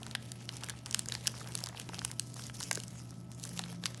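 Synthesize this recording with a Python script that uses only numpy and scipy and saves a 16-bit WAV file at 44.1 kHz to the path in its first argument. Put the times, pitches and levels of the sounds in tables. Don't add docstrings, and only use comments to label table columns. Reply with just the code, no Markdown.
import sys
import numpy as np
from scipy import signal
from scipy.fft import rfft, irfft
from scipy.io import wavfile
from scipy.ndimage import uniform_filter1d

SR = 44100
rng = np.random.default_rng(int(sys.argv[2]) if len(sys.argv) > 2 else 0)


def persist_wave(psi):
    counts = np.round(np.clip(psi, -1, 1) * 32767).astype(np.int16)
    wavfile.write(sys.argv[1], SR, np.atleast_2d(counts).T)


N = 176400


def undb(db):
    return 10 ** (np.asarray(db) / 20)


def unit(x):
    return x / np.sqrt(np.mean(x ** 2) + 1e-20)


def band(x, low_hz, high_hz, order=2):
    return signal.sosfilt(signal.butter(order, [low_hz, high_hz], "band", fs=SR, output="sos"), x)


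def colour(x, curve, size=4096):
    hz, db = np.array(curve, float).T
    bins_hz = np.maximum(np.fft.rfftfreq(size, 1 / SR), 1)
    gain = undb(np.interp(np.log(bins_hz), np.log(hz), db))
    cepstrum = irfft(np.log(gain))
    cepstrum[1:size // 2] *= 2
    cepstrum[size // 2 + 1:] = 0
    return signal.fftconvolve(x, irfft(np.exp(rfft(cepstrum))))[:N]


def drift(rate_hz):
    hold = int(SR / rate_hz)
    steps = np.repeat(rng.standard_normal(N // hold + 1), hold)
    return unit(uniform_filter1d(uniform_filter1d(steps, hold), hold)[:N])


def place(starts_s, sounds):
    track = np.zeros(N + sounds.shape[1])
    for start_s, sound in zip(starts_s, sounds):
        i = int(np.clip(start_s * SR, 0, N))
        track[i:i + len(sound)] += sound
    return track[:N]


def wavering_tone(pitch_hz, unsteady, waver_hz=7):
    wander = (drift(waver_hz) + 1j * drift(waver_hz)) / np.sqrt(2)
    carrier = np.exp(2j * np.pi * (pitch_hz * np.arange(N) / SR + rng.random()))
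    return unit(np.real((1 - unsteady + unsteady * wander) * carrier))


def appliance():
    # freq_hz, gain_db
    air_eq = [(25, -17.5), (42, -29.5), (60, -7.5), (95, -3.5), (135, 1.5), (185, -0.5), (260, -5),
              (340, -9), (470, -20.5), (650, -15.5), (1000, -21), (2000, -32.5), (5000, -37), (12000, -73)]
    # time_s, level_db
    drone_swell = [(0, -61), (1.0, -65), (1.5, -57.5), (1.8, -59), (2.0, -57.5), (2.3, -62), (3.0, -57),
                   (3.25, -58), (3.42, -48.5), (3.8, -51.5), (4, -54)]
    # pitch_hz, level_db, unsteady_share
    hum_tones = [(71.7, -65.5, 0.47), (120.2, -50.5, 0.1), (218.6, -63, 0.61), (280, -68.5, 0.45),
                 (356.7, -71.5, 0.44), (581, -77.5, 0.56), (657, -74.5, 0.47), (1303, -72.5, 0.1)]
    air = undb(-54) * unit(colour(rng.standard_normal(N), air_eq))
    drone_db = np.interp(np.arange(N) / SR, *np.array(drone_swell).T)
    drone = undb(drone_db) * wavering_tone(pitch_hz=175, unsteady=.5)
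    hum = sum(undb(db) * wavering_tone(hz, unsteady) for hz, db, unsteady in hum_tones)
    return air + drone + hum


def kitchen(x, t60_s=.45, predelay_s=.004, wet_db=-21.5):
    t = np.arange(SR // 2) / SR
    tail = band(rng.standard_normal(len(t)), low_hz=200, high_hz=6950, order=1)
    tail *= np.exp(-np.log(1000) * t / t60_s) * (t > predelay_s)
    tail /= np.sqrt(np.sum(tail ** 2))
    return x + undb(wet_db) * signal.fftconvolve(x, tail)[:N]


def block_knocks(attack_s=.0005, t60_s=.017, size=3000):
    # start_s, peak_db, pitch_hz
    knocks = [(.019, -42, 700), (.152, -36, 820), (0.6867, -43, 1180), (1.4129, -37, 1245),
              (1.636, -40, 700), (1.726, -43.5, 1000), (1.891, -38, 380), (1.8952, -35.5, 900),
              (2.128, -47, 950), (2.713, -42, 520), (2.7745, -34.5, 420), (3.594, -36, 800)]
    # pitch_ratio, gain_db
    modes = [(.68, -3), (1, 5), (1.45, -5)]
    start_s, peak_db, pitch_hz = np.array(knocks).T
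    t = np.arange(size) / SR
    phases = rng.random((len(knocks), len(modes)))
    ring = sum(undb(gain_db) * np.sin(2 * np.pi * (ratio * pitch_hz[:, None] * t + phases[:, [k]]))
               for k, (ratio, gain_db) in enumerate(modes))
    ring *= (1 - np.exp(-t / attack_s)) * np.exp(-np.log(1000) * t / t60_s)
    gain = undb(peak_db) / abs(ring).max(axis=1)
    return place(start_s, ring * gain[:, None])


def friction(slips_per_s, spread_db, hiss, decay_s):
    sizes = undb(spread_db * np.minimum(rng.exponential(size=N), 5))
    slips = (rng.random(N) < slips_per_s / SR) * sizes ** 2
    power = signal.lfilter([1], [1, -np.exp(-1 / (decay_s * SR))], slips + 1e-18)
    grains = unit(np.sqrt(power) * rng.standard_normal(N))
    return grains + hiss * rng.standard_normal(N)


def noodle_scrape():
    # freq_hz, gain_db
    noodle_eq = [(200, -7.5), (450, -8.5), (650, 0), (850, 3.5), (1100, 1), (1600, -0.5), (2100, -4),
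                 (4000, -21.5), (12000, -37)]
    rasp = friction(slips_per_s=500, spread_db=6, hiss=.37, decay_s=.0012)
    return unit(colour(rasp, noodle_eq))


def sliding_film(flicker_db=2.2, flicker_hz=45, pivot_hz=4840):
    # freq_hz, gain_db
    film_eq = [(500, 7), (1200, -26.5), (1600, -6.5), (2000, -1), (3200, 1.5), (4200, 0), (5400, 6),
               (7800, 1.5), (11000, 1), (16000, -22)]
    # time_s, tilt_db
    brightness = [(0, -3.5), (.42, -4), (.54, -2.5), (.7, -4.5), (1.0, -2), (1.35, -3), (1.9, -3),
                  (2.1, -2), (2.27, 2.5), (2.65, 0), (3.1, 0), (3.48, 0.5), (3.66, -2.5), (4, -4.5)]
    edges_hz = [400, 1300, 2200, 3300, 4700, 6200, 8000, 10000, 16000]
    rub = friction(slips_per_s=1900, spread_db=4, hiss=.26, decay_s=.00076)
    spectrum, bins_hz = rfft(colour(rub, film_eq)), np.fft.rfftfreq(N, 1 / SR)
    tilt_db = np.interp(np.arange(N) / SR, *np.array(brightness).T)
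    film = 0
    for low_hz, high_hz in zip(edges_hz, edges_hz[1:]):
        layer = irfft(spectrum * (bins_hz >= low_hz) * (bins_hz < high_hz), N)
        lean = np.clip(2 * np.log2(np.sqrt(low_hz * high_hz) / pivot_hz), -1, .5)
        film += layer * undb(lean * tilt_db + flicker_db * drift(flicker_hz))
    return unit(film)


def hand_rustle(attack_s=.016, release_s=.026, film_floor_db=-66.5, noodle_floor_db=-76):
    # start_s, length_s, film_db, noodle_db
    moves = [(0.0, .14, -58, -58), (0.202, 0.18, -57.5, -68.5), (0.375, 0.082, -58, -68.5),
             (0.479, 0.11, -56, -58), (0.603, .13, -54.5, -55.5), (0.752, 0.049, -57.5, -72),
             (0.855, 0.086, -54.5, -54), (0.948, 0.066, -52, -58.5), (1.079, 0.089, -50.5, -60),
             (1.15, 0.09, -54, -66), (1.241, 0.077, -50, -58.5), (1.337, 0.11, -52, -57),
             (1.452, 0.077, -53.5, -55.5), (1.513, .11, -52.5, -66), (1.61, 0.14, -62.5, -57),
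             (1.76, 0.075, -51, -59.5), (1.835, 0.12, -58, -61), (1.928, 0.079, -52.5, -56),
             (2.014, 0.1, -53, -60), (2.165, 0.17, -59, -77), (2.357, 0.13, -49, -60.5),
             (2.539, 0.018, -46, -59), (2.584, .11, -48.5, -59), (2.726, 0.11, -54.5, -64.5),
             (2.871, 0.1, -57.5, -66.5), (2.945, .08, -57, -70), (3.04, .11, -64, -75),
             (3.326, 0.1, -62, -74), (3.405, 0.16, -52.5, -68), (3.562, 0.049, -49.5, -53),
             (3.63, 0.13, -55, -60), (3.82, 0.11, -56, -58), (3.96, 0.12, -60.5, -62)]
    t = np.arange(N) / SR
    film_power, noodle_power = undb(film_floor_db) ** 2, undb(noodle_floor_db) ** 2
    for start_s, length_s, film_db, noodle_db in moves:
        swell = np.clip((t - start_s) / attack_s + .5, 0, 1)
        let_go_s = start_s + length_s - release_s / 2
        effort = swell * np.exp(-np.maximum(t - let_go_s, 0) / release_s)
        film_power += (effort * undb(film_db)) ** 2
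        noodle_power += (effort * undb(noodle_db)) ** 2
    return sliding_film() * np.sqrt(film_power) + noodle_scrape() * np.sqrt(noodle_power)


def crease_snaps(size=900, onset=130):
    # time_s, body_db, crack_db, tick_db
    snaps = np.array([(0.0314, -61.5, -44, -48.5), (0.0657, -47, -47, -46), (0.1119, -56, -43, -49),
                      (0.151, -32, -33, -37.5), (0.1554, -49, -39, -48), (0.3186, -56, -44.5, -38),
                      (0.455, -67, -72, -53), (0.491, -47, -35, -43), (0.5683, -55, -49, -42),
                      (0.6359, -46, -40.5, -43), (0.6431, -51, -55, -40.5), (0.6867, -42, -61, -45),
                      (0.697, -43, -39, -35), (0.7023, -43.5, -45.5, -47), (0.8606, -53, -41.5, -42),
                      (0.8659, -53, -55, -48), (0.9108, -58, -51, -35.5), (0.9272, -63, -45, -45),
                      (0.9455, -36.5, -27.5, -26), (0.993, -46.5, -36.5, -28.5), (1.059, -51, -50, -43),
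                      (1.0866, -48, -65, -33), (1.122, -40, -32, -38.5), (1.1407, -53, -54, -43),
                      (1.1515, -41.5, -34.5, -45), (1.2589, -46, -48, -62), (1.2715, -48, -31.5, -25.5),
                      (1.2764, -37.5, -36, -27.5), (1.4058, -53, -61, -48.5), (1.4742, -51, -48, -51),
                      (1.5528, -47, -38.5, -30.5), (1.5764, -59, -59, -42), (1.5893, -51.5, -48, -44),
                      (1.6391, -56, -46.5, -33), (1.6608, -51, -44, -39.5), (1.6702, -61, -44, -45),
                      (1.6881, -63, -47.5, -43), (1.7727, -59, -43, -59), (1.7986, -48, -43, -39),
                      (1.8902, -54, -44, -53), (1.9446, -49, -40.5, -44.5), (1.9917, -67, -36, -49),
                      (2.017, -42, -52, -65), (2.0491, -41.5, -35.5, -28), (2.1148, -51, -49, -38.5),
                      (2.1965, -50.5, -35.5, -27.5), (2.342, -68, -93, -44.5), (2.3946, -46, -51, -52),
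                      (2.4675, -75, -58, -42), (2.498, -44.5, -54, -58), (2.6032, -79, -46, -40.5),
                      (2.6075, -41.5, -44, -42), (2.6293, -53, -42, -37), (2.6363, -66, -58, -37.5),
                      (2.7124, -28.5, -31.5, -29), (2.7295, -58, -59, -34), (2.75, -65, -60, -38),
                      (2.7552, -60, -46, -33), (2.774, -40.5, -46, -47), (2.8012, -72, -42.5, -42.5),
                      (2.836, -55, -48, -42), (2.881, -75, -79, -44.5), (3.1073, -65, -73, -49.5),
                      (3.3168, -68, -57, -50), (3.3981, -77, -56.5, -49), (3.4306, -80, -74, -46),
                      (3.4385, -70, -44, -37), (3.4523, -51, -65, -40.5), (3.492, -62, -61, -43),
                      (3.5761, -69, -43, -45.5), (3.5926, -40, -33.5, -36), (3.6385, -50, -39.5, -58),
                      (3.8382, -43.5, -38.5, -52), (3.8573, -37, -30, -32), (3.8616, -45, -56, -38),
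                      (3.8648, -65, -35.5, -47), (3.9454, -52, -51, -49), (3.9753, -66, -74, -51)])
    # low_hz, high_hz, flutter_decay_s
    layers = [(820, 2130, 0.0014), (2670, 5350, 0.0011), (5100, 10330, 0.00089)]
    lead_in_gain, jolt_gain, facet_gain = .21, 3, 1.03
    lead_in_s, facet_decay_cycles = .001, 1.9
    pocket_gain, level_window_s = 1.6, .004
    t = (np.arange(size) - onset) / SR
    noise = rng.standard_normal((len(snaps), len(layers), size))
    facet_draws = rng.random((len(snaps), len(layers), 2))
    sounds = 0
    for k, (low_hz, high_hz, decay_s) in enumerate(layers):
        lead_in = lead_in_gain * np.exp(-abs(t) / lead_in_s)
        push = noise[:, k] * np.where(t < 0, lead_in, np.exp(-abs(t) / decay_s))
        push[:, onset] += jolt_gain * (-1) ** k
        if k == 0:
            layer = band(push, low_hz, high_hz)
            layer += pocket_gain * band(layer, low_hz=1490, high_hz=1750, order=1)
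        else:
            pitch_hz = low_hz * (high_hz / low_hz) ** facet_draws[:, k, :1]
            cycles, phase = pitch_hz * abs(t), facet_draws[:, k, 1:]
            ring = (t >= 0) * np.exp(-cycles / facet_decay_cycles) * np.sin(2 * np.pi * (cycles + phase))
            layer = band(push + facet_gain * ring, low_hz, high_hz)
        rms = np.sqrt(np.sum(layer ** 2, axis=1) / (level_window_s * SR))
        sounds += layer * (undb(snaps[:, k + 1]) / rms)[:, None]
    return place(snaps[:, 0] + t[0], sounds)


def scene():
    packet = crease_snaps() + block_knocks() + hand_rustle()
    return (kitchen(packet) + appliance())[None]


def record(dry):
    # freq_hz, gain_db
    treble_eq = [(20, 1.5), (10800, -0.5), (11700, -0.5), (12500, -17), (16000, -3)]
    cutoff_hz = 16300
    low_pass = signal.ellip(8, .2, 70, cutoff_hz, fs=SR, output="sos")
    return signal.sosfilt(low_pass, colour(dry[0], treble_eq))[None]


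dry = scene()
out = record(dry)
persist_wave(out)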